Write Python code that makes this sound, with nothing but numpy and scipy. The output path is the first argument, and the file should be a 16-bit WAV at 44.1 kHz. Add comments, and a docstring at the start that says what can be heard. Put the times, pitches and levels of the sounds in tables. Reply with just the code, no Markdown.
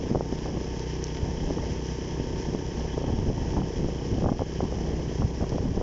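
"""A small single-cylinder engine drones and beats under the rider as a motorcycle cruises, very slowly speeding up.
The mono microphone is at the rider's seat: pulses shake pipe, case and valve gear over drone and gear whine.
The tyres roar low and hiss through the water film (shaped noise), and a few nearby drops tick (short sines).
Gusts on a breeze buffet the microphone (lumpy noise), and the sharpest eddies slap it (single swings).
The recorder eases the loud passages, limits the peaks and cuts the top of the band."""
import sys
import numpy as np
from scipy import signal
from scipy.fft import rfft, irfft, next_fast_len
from scipy.io import wavfile
from scipy.ndimage import uniform_filter1d, minimum_filter1d, map_coordinates

SR = 44100
rng = np.random.default_rng(int(sys.argv[2]) if len(sys.argv) > 2 else 0)


def int16_out(signal):
    """Quantize to a 16-bit WAV file."""
    q = np.round(np.clip(np.atleast_2d(signal).T, -1, 1) * 32767)
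    wavfile.write(sys.argv[1], SR, q.astype(np.int16))


N = 256662  # length in samples

# All levels are ahead of the recorder; spectrum levels are relative, as each spectrum is scaled to rms 1.
# engine speed: [t/s, firing rate/Hz]
FIRING_RATE = [(0, 31.2), (.8, 31.25), (1.3, 31.35), (2.6, 31.38), (3.5, 31.48), (4.4, 31.62), (4.8, 31.8),
               (5.3, 32.05), (5.82, 32.15)]
# exhaust drone: [multiple of the firing rate, rms level/dB]
EXHAUST_DRONE = [(1, -59), (2, -37.5), (4, -44), (5, -40.5), (6, -50), (7, -52)]
# gear whine: [t/s, rms level/dB]
GEAR_WHINE = [(0, -54), (.7, -53.5), (2.6, -52), (3.4, -51), (4.4, -60), (5.82, -58.5)]
# outline of the pipe and air box: [f/Hz, relative level/dB]
PIPE_OUTLINE = [(150, -43.5), (250, -11), (282, -0.5), (315, 4), (346, 1), (378, -2), (410, 1.5), (442, 6),
                (472, -5.5), (503, -6), (535, -15.5), (565, -14), (597, -15.5), (680, -21.5), (790, -22.5),
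                (1060, -23), (1300, -41)]
# crankcase resonances: [f/Hz, width of each of two equal stages/Hz, relative level/dB]
CASE_MODES = [(884.5, 110, -4), (824, 82, 0), (1024, 110, -4.5)]
# cylinder head resonances: [f/Hz, width of each of two equal stages/Hz, relative level/dB]
HEAD_MODES = [(1723, 310, -1.5), (1908, 120, 0), (2070, 180, -4.5), (2580, 460, -7.5), (3025, 130, 4.5),
              (3235, 130, 3.5)]
# valve gear: [t/s, level before a fixed 8 dB cut/dB]
VALVE_CLATTER = [(0, -45.5), (.17, -49.5), (.7, -45.5), (1.8, -45.5), (4.6, -46), (5.82, -49)]
# tyre hiss spectrum: [f/Hz, relative level per Hz/dB]
SPRAY_SPECTRUM = [(710, -32), (1200, -7), (1410, -19.5), (1500, -4.5), (1700, 0.5), (1900, -1),
                  (2240, -4.5), (2840, -3), (3130, -4.5), (3800, -10), (4430, -9), (5240, 2), (5930, 0.5),
                  (7130, -12), (7520, -20), (9780, -53.5)]
# hiss of the water film: [t/s, level before a random wobble/dB]
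SPRAY_LEVEL = [(0, -50), (.4, -49), (.75, -47.5), (1.4, -48), (1.95, -47), (2.6, -48.5), (5.05, -48.5),
               (5.82, -50)]
# rolling noise spectrum: [f/Hz, relative level per Hz/dB]
ROAD_SPECTRUM = [(20, -16.5), (60, -9.5), (200, -4.5), (450, -4), (650, -12.5), (950, -10), (1350, -23.5),
                 (2500, -27.5), (5000, -57)]
# airflow between the gusts: [t/s, level before a random wobble/dB]
BREEZE = [(0, -35.5), (.65, -36.5), (1.1, -41), (1.35, -34.5), (1.9, -36), (2.8, -34), (3.3, -30.5),
          (4.15, -34.5), (4.45, -37.5), (5.0, -34.5), (5.82, -33)]
# gusts: [t at full strength/s, hold/s, buffet level/dB, flutter level/dB]
GUSTS = [(0.158, 0.019, -29.5, -35), (0.466, 0.033, -41, -38), (0.539, 0.031, -33, -42.5),
         (1.225, 0.075, -33.5, -38.5), (1.42, 0.098, -31.5, -48), (1.57, 0.051, -29, -42),
         (3.081, 0.023, -26, -33.5), (3.123, 0.1, -27.5, -42), (3.274, 0.034, -22.5, -33),
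         (3.364, 0.18, -29, -42), (3.57, 0.022, -21.5, -32), (3.768, 0.1, -27, -50),
         (4.117, 0.24, -27.5, -40), (4.24, 0.055, -22.5, -30.5), (4.4, 0.026, -26.5, -35.5),
         (4.628, 0.024, -28.5, -33.5), (4.712, 0.3, -33, -42), (5.209, 0.048, -24, -45),
         (5.409, 0.024, -23.5, -32), (5.525, .027, -27.5, -35), (5.603, 0.11, -26, -47),
         (5.77, 0.02, -24, -37.5)]
# large eddies: [f/Hz, relative level per Hz/dB]
BUFFET_SPECTRUM = [(8, -30), (22, 0.5), (40, 3.5), (90, 1), (170, -2), (260, -4.5), (380, -13),
                   (550, -17.5), (1000, -55.5)]
# small eddies: [f/Hz, relative level per Hz/dB]
FLUTTER_SPECTRUM = [(100, -17), (250, -0.5), (420, 2.5), (620, -2.5), (850, -5.5), (1100, -19), (1400, -28),
                    (1900, -39), (3000, -63.5)]
# the smallest eddies: [f/Hz, relative level per Hz/dB]
TEARING_SPECTRUM = [(300, -23), (650, -1.5), (950, 0), (1300, -16), (1650, -18), (2400, -51.5)]
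# the hardest eddies, large ones thump and small ones slap: [t/s, level of the swing before muffling/dB, f/Hz]
EDDY_SLAPS = [(.106, -14, 330), (0.115, -4.5, 190), (.149, -3, 450), (.157, -7.5, 520), (.159, -8, 168),
              (.172, -11, 290), (0.209, -8.5, 523), (.327, -8, 286), (.459, -19.5, 744), (0.49, -19, 260),
              (0.492, -24, 380), (.573, -16, 290), (1.232, -16, 82), (1.298, -18, 180), (1.476, -22, 537),
              (1.503, -17, 480), (1.508, -12, 365), (1.582, -24, 264), (1.585, -19.5, 780),
              (1.638, -19, 430), (1.724, -17, 127), (2.2, -12, 245), (2.488, -15, 202), (2.549, -9.5, 305),
              (2.974, -21, 520), (2.979, -9.5, 350), (3.017, -17, 380), (3.042, -16, 500),
              (3.085, -23.5, 190), (3.091, -23, 300), (3.104, -14.5, 200), (3.127, -12, 115),
              (3.149, -17, 183), (3.19, -11, 160), (3.23, -13, 105), (3.264, -16, 230), (3.286, -10.5, 171),
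              (3.296, -12, 136), (3.316, -14.5, 170), (3.567, -16.5, 660), (3.578, -12.5, 290),
              (3.581, -20, 700), (3.614, -15, 140), (3.619, -17.5, 780), (3.845, -10, 280),
              (3.887, -12, 374), (4.129, -13.5, 85), (4.138, -15, 200), (4.183, -10.5, 272),
              (4.223, -14.5, 470), (4.233, -12.5, 139), (4.243, -11.5, 520), (4.261, -5, 627),
              (4.266, -7, 300), (4.27, -11.5, 127), (4.289, -11, 600), (4.293, -8, 700), (4.319, -1, 210),
              (4.325, -10.5, 524), (4.394, -14, 640), (4.409, -19, 560), (4.42, -4.5, 414),
              (4.591, -15.5, 140), (4.606, -9, 546), (4.632, -11.5, 233), (4.725, -16, 475),
              (5.079, -15.5, 130), (5.115, -18.5, 400), (5.199, -13, 135), (5.221, -15, 800),
              (5.23, -21, 720), (5.248, -12.5, 92.6), (5.426, -9.5, 258), (5.442, -18, 680),
              (5.521, -12, 293), (5.549, -13, 260), (5.583, -13.5, 567), (5.63, -19, 190),
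              (5.658, -11.5, 220), (5.777, -6.5, 282), (5.813, -9.5, 395)]
# water drops: [t/s, peak level/dB, f/Hz, 60 dB decay time/s]
WATER_DROPS = [(.389, -28, 3600, .0008), (.795, -27, 5530, .0015), (1.0415, -19.5, 5800, 0.0029),
               (1.069, -25, 4200, 0.00067), (1.149, -27, 3500, .0008), (1.171, -24, 2840, 0.00098),
               (5.494, -28, 5400, 0.0016)]

BREEZE_FLUTTER_DB = -11.5  # small eddies of the breeze, against its large ones
GUST_ATTACK_S, GUST_RELEASE_S = 0.011, 0.02
TEARING_DB, TEARING_AT_DB = -39.5, -29  # tearing level at this flutter level; it grows with the flutter squared
TOP_HZ = 7500  # the recorder's band limit


def amp(db):
    """Decibels to gain."""
    return 10 ** (np.asarray(db) / 20)


def unit(x):
    """Scale to rms 1."""
    return x / np.sqrt(np.mean(x ** 2) + 1e-20)


def curves(rows):
    """One value per sample for each column after the time."""
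    knots_s, *columns = np.transpose(rows)
    t = np.arange(N) / SR
    return [np.interp(t, knots_s, column) for column in columns]


def wobble(rate):
    """A smooth random curve, rate knots a second."""
    knots = rng.standard_normal(int(N * rate / SR) + 4)
    return map_coordinates(knots, [np.arange(N) * rate / SR])


def noise():
    """White noise."""
    return rng.standard_normal(N)


def filtered(x, response):
    """x times a complex response of frequency, with room for the tail."""
    size = 2 * next_fast_len(N // 2 + 8192)
    spectrum = rfft(x, size) * response(np.fft.rfftfreq(size, 1 / SR))
    return irfft(spectrum, size)[:N]


def coloured(x, points):
    """x through a causal filter with the given (Hz, dB) outline, at rms 1."""
    f, db = np.transpose(points)

    def response(hz):
        outline_db = np.interp(np.log(hz + 1), np.log(f), db)
        # folding the cepstrum onto positive times gives minimum phase
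        cepstrum = irfft(np.log(amp(outline_db)))
        half = len(cepstrum) // 2
        return np.exp(rfft(2 * cepstrum[:half], len(cepstrum)))

    return unit(filtered(x, response))


def resonant(x, modes):
    """x through (Hz, width, dB) resonances, squared for steep skirts, at rms 1."""
    def response(f):
        total = 0
        for centre, width, db in modes:
            damping = 1j * f * width
            total = total + amp(db) * (damping / (centre * centre - f * f + damping)) ** 2
        return total

    return unit(filtered(x, response))


def tone(cycle, order, wander_db):
    """A slightly unsteady cosine at a multiple of the cycle rate, rms 1 before the wander."""
    return amp(wander_db * wobble(5.7)) * np.sqrt(2) * np.cos(2 * np.pi * round(order) * cycle)


def strokes(cycle, lag, scatter_db, jitter):
    """One impulse per engine cycle, lag cycles after the firing; jitter in seconds."""
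    at = np.flatnonzero(np.diff(np.floor(cycle - lag)))
    chance = rng.standard_normal((len(at), 2))
    at = np.clip(np.round(at + jitter * SR * chance[:, 0]).astype(int), 0, N - 1)
    return np.bincount(at, amp(scatter_db * chance[:, 1]), N)


def engine(clatter_db):
    """Four gas pulses per cycle, a knock in the case and valve clatter, over the exhaust drone and a gear whine."""
    rate, = curves(FIRING_RATE)
    whine_db, = curves(GEAR_WHINE)
    cycle = np.cumsum(rate) / SR - .11
    drone = sum(amp(db) * tone(cycle, k, wander_db=0.9) for k, db in EXHAUST_DRONE)
    unsteady_cycle = cycle + 0.0022 * wobble(45)
    whine = amp(whine_db) * tone(unsteady_cycle, order=29, wander_db=1.5)

    # the exhaust blows, the intake sucks, the pipe puffs back twice: (share of a cycle, size)
    pulses = [(0, 1), (.3, -.55), (.6, .3), (.75, .2)]
    gas = sum(size * strokes(cycle, lag, scatter_db=1.2, jitter=.00004) for lag, size in pulses)
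    bark = amp(-38.0) * coloured(gas, PIPE_OUTLINE)
    knock = strokes(cycle, .69, scatter_db=3.5, jitter=.00009)
    case = amp(-56.5) * resonant(knock, CASE_MODES)

    # the valve rattle swells twice per cycle, and one valve seats with a tick
    spells = amp(2 * np.cos(4 * np.pi * (cycle - .75)) + 3.1 * wobble(70))
    rattle = unit(spells * noise())
    seating = unit(strokes(cycle, .75, scatter_db=1.5, jitter=.00007))
    valves = amp(clatter_db - 8.0) * resonant(rattle + 0.71 * seating, HEAD_MODES)
    return drone + bark + case + whine + valves


def tyres(spray_db):
    """The tyres roll with a low roar and tear the water film into a fizz of droplets."""
    droplets = (rng.random(N) < 900 / SR) * noise()  # about 900 a second
    fizz = coloured(noise() + 0.66 * unit(droplets), SPRAY_SPECTRUM)
    hiss = amp(spray_db + 0.88 * wobble(28)) * fizz
    roar = amp(-44.0) * coloured(noise(), ROAD_SPECTRUM)
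    return hiss + roar


def gust(start, hold):
    """A gust rises quickly to full strength at start, holds and dies away."""
    t = np.arange(N) / SR - start
    return np.interp(t, [-GUST_ATTACK_S, 0, hold, hold + GUST_RELEASE_S], [0, 1, 1, 0])


def turbulence(spectrum, lump_db, lump_rate):
    """Pressure noise that comes in brief lumps, at a steady mean strength."""
    x = coloured(noise() * amp(lump_db * wobble(lump_rate)), spectrum)
    mean_power = np.abs(uniform_filter1d(x ** 2, size=2400))  # over 54 ms
    return x / np.sqrt(mean_power + 1e-6)


def wind():
    """Gusts add their power to a restless breeze: large eddies rumble, small ones flutter, hard gusts tear."""
    breeze_db, = curves(BREEZE)
    breeze = amp(breeze_db + 1.5 * wobble(12))
    large_power = breeze ** 2
    small_power = (amp(BREEZE_FLUTTER_DB) * breeze) ** 2
    for start, hold, buffet_db, flutter_db in GUSTS:
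        shape = gust(start, hold)
        large_power = large_power + (amp(buffet_db) * shape) ** 2
        small_power = small_power + (amp(flutter_db) * shape) ** 2
    buffet = np.sqrt(large_power) * turbulence(BUFFET_SPECTRUM, lump_db=1.5, lump_rate=45)
    flutter = np.sqrt(small_power) * turbulence(FLUTTER_SPECTRUM, lump_db=3.5, lump_rate=130)
    tearing_gain = amp(TEARING_DB) * small_power / amp(TEARING_AT_DB) ** 2
    tearing = tearing_gain * turbulence(TEARING_SPECTRUM, lump_db=13.5, lump_rate=160)
    return buffet + flutter + tearing


def swing(u, rise=0.25, fall=0.33):
    """One swing from suction to pressure; u, rise and fall in cycles."""
    return np.sin(2 * np.pi * u + 0.45) * np.exp(-np.maximum(-u / rise, u / fall))


def slaps(muffle_hz=1450, wake=0.36, wake_cycles=1.677):
    """A passing eddy is one quick swing, sharper when small; a weaker one of either sign spins off in its wake."""
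    out = np.zeros(N + SR)
    t = np.arange(-2048, 2048) / SR
    chances = rng.uniform(-0.91, 1, (len(EDDY_SLAPS), 2))
    for (s, db, hz), (trail, delay) in zip(EDDY_SLAPS, chances):
        lag_cycles = wake_cycles * (1 + .4 * delay)
        follower = wake * np.sign(trail) * swing((t * hz - lag_cycles) * 0.97)
        out[round(s * SR) - len(t) // 2:][:len(t)] += amp(db) * (swing(t * hz) + follower)
    return filtered(out[:N], lambda hz: 1 / np.sqrt(1 + (hz / muffle_hz) ** 10))


def drops():
    """Each drop lands with a tick, a decaying sine: most are dry, a few ring slightly longer."""
    out = np.zeros(N + SR)
    t = np.arange(512) / SR
    for s, db, hz, ring in WATER_DROPS:
        envelope = amp(-60 * t / ring) * (1 - np.exp(-30 * t / ring))
        tick = np.sin(2 * np.pi * hz * t) * envelope
        out[round(s * SR):][:len(t)] += amp(db) * tick / np.abs(tick).max()
    return out[:N]


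def scene():
    """Engine, wet tyres, drops and wind at one microphone."""
    spray_db, = curves(SPRAY_LEVEL)
    clatter_db, = curves(VALVE_CLATTER)
    return (engine(clatter_db) + tyres(spray_db) + drops() + wind() + slaps())[None]


def ducked(x, threshold_db, slope, recover_s):
    """Gain control turns everything down when the level passes the threshold and slowly recovers."""
    power = np.abs(uniform_filter1d(x ** 2, size=440))  # over 10 ms
    excess_db = np.maximum(10 * np.log10(power + 1e-12) - threshold_db, 0)
    keep = np.exp(-1 / (recover_s * SR))
    return x * amp(-slope * signal.lfilter([1 - keep], [1, -keep], excess_db))


def limited(x, ceiling_db):
    """A fast limiter ducks the whole sound for a few milliseconds around the biggest peaks."""
    needed = np.minimum(1, amp(ceiling_db) / (np.abs(x) + 1e-9))
    lowest = minimum_filter1d(needed, size=300)
    return x * uniform_filter1d(lowest, size=300)


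def record(dry):
    """The recorder holds down the wind peaks and cuts steeply above its band limit."""
    eased = ducked(dry[0], threshold_db=-26.5, slope=1.0, recover_s=0.08)
    held = limited(eased, ceiling_db=-12.3)
    return filtered(held, lambda hz: 1 / (1 + np.minimum(hz / TOP_HZ, 2) ** 110))[None]


dry = scene()
out = record(dry)
int16_out(out)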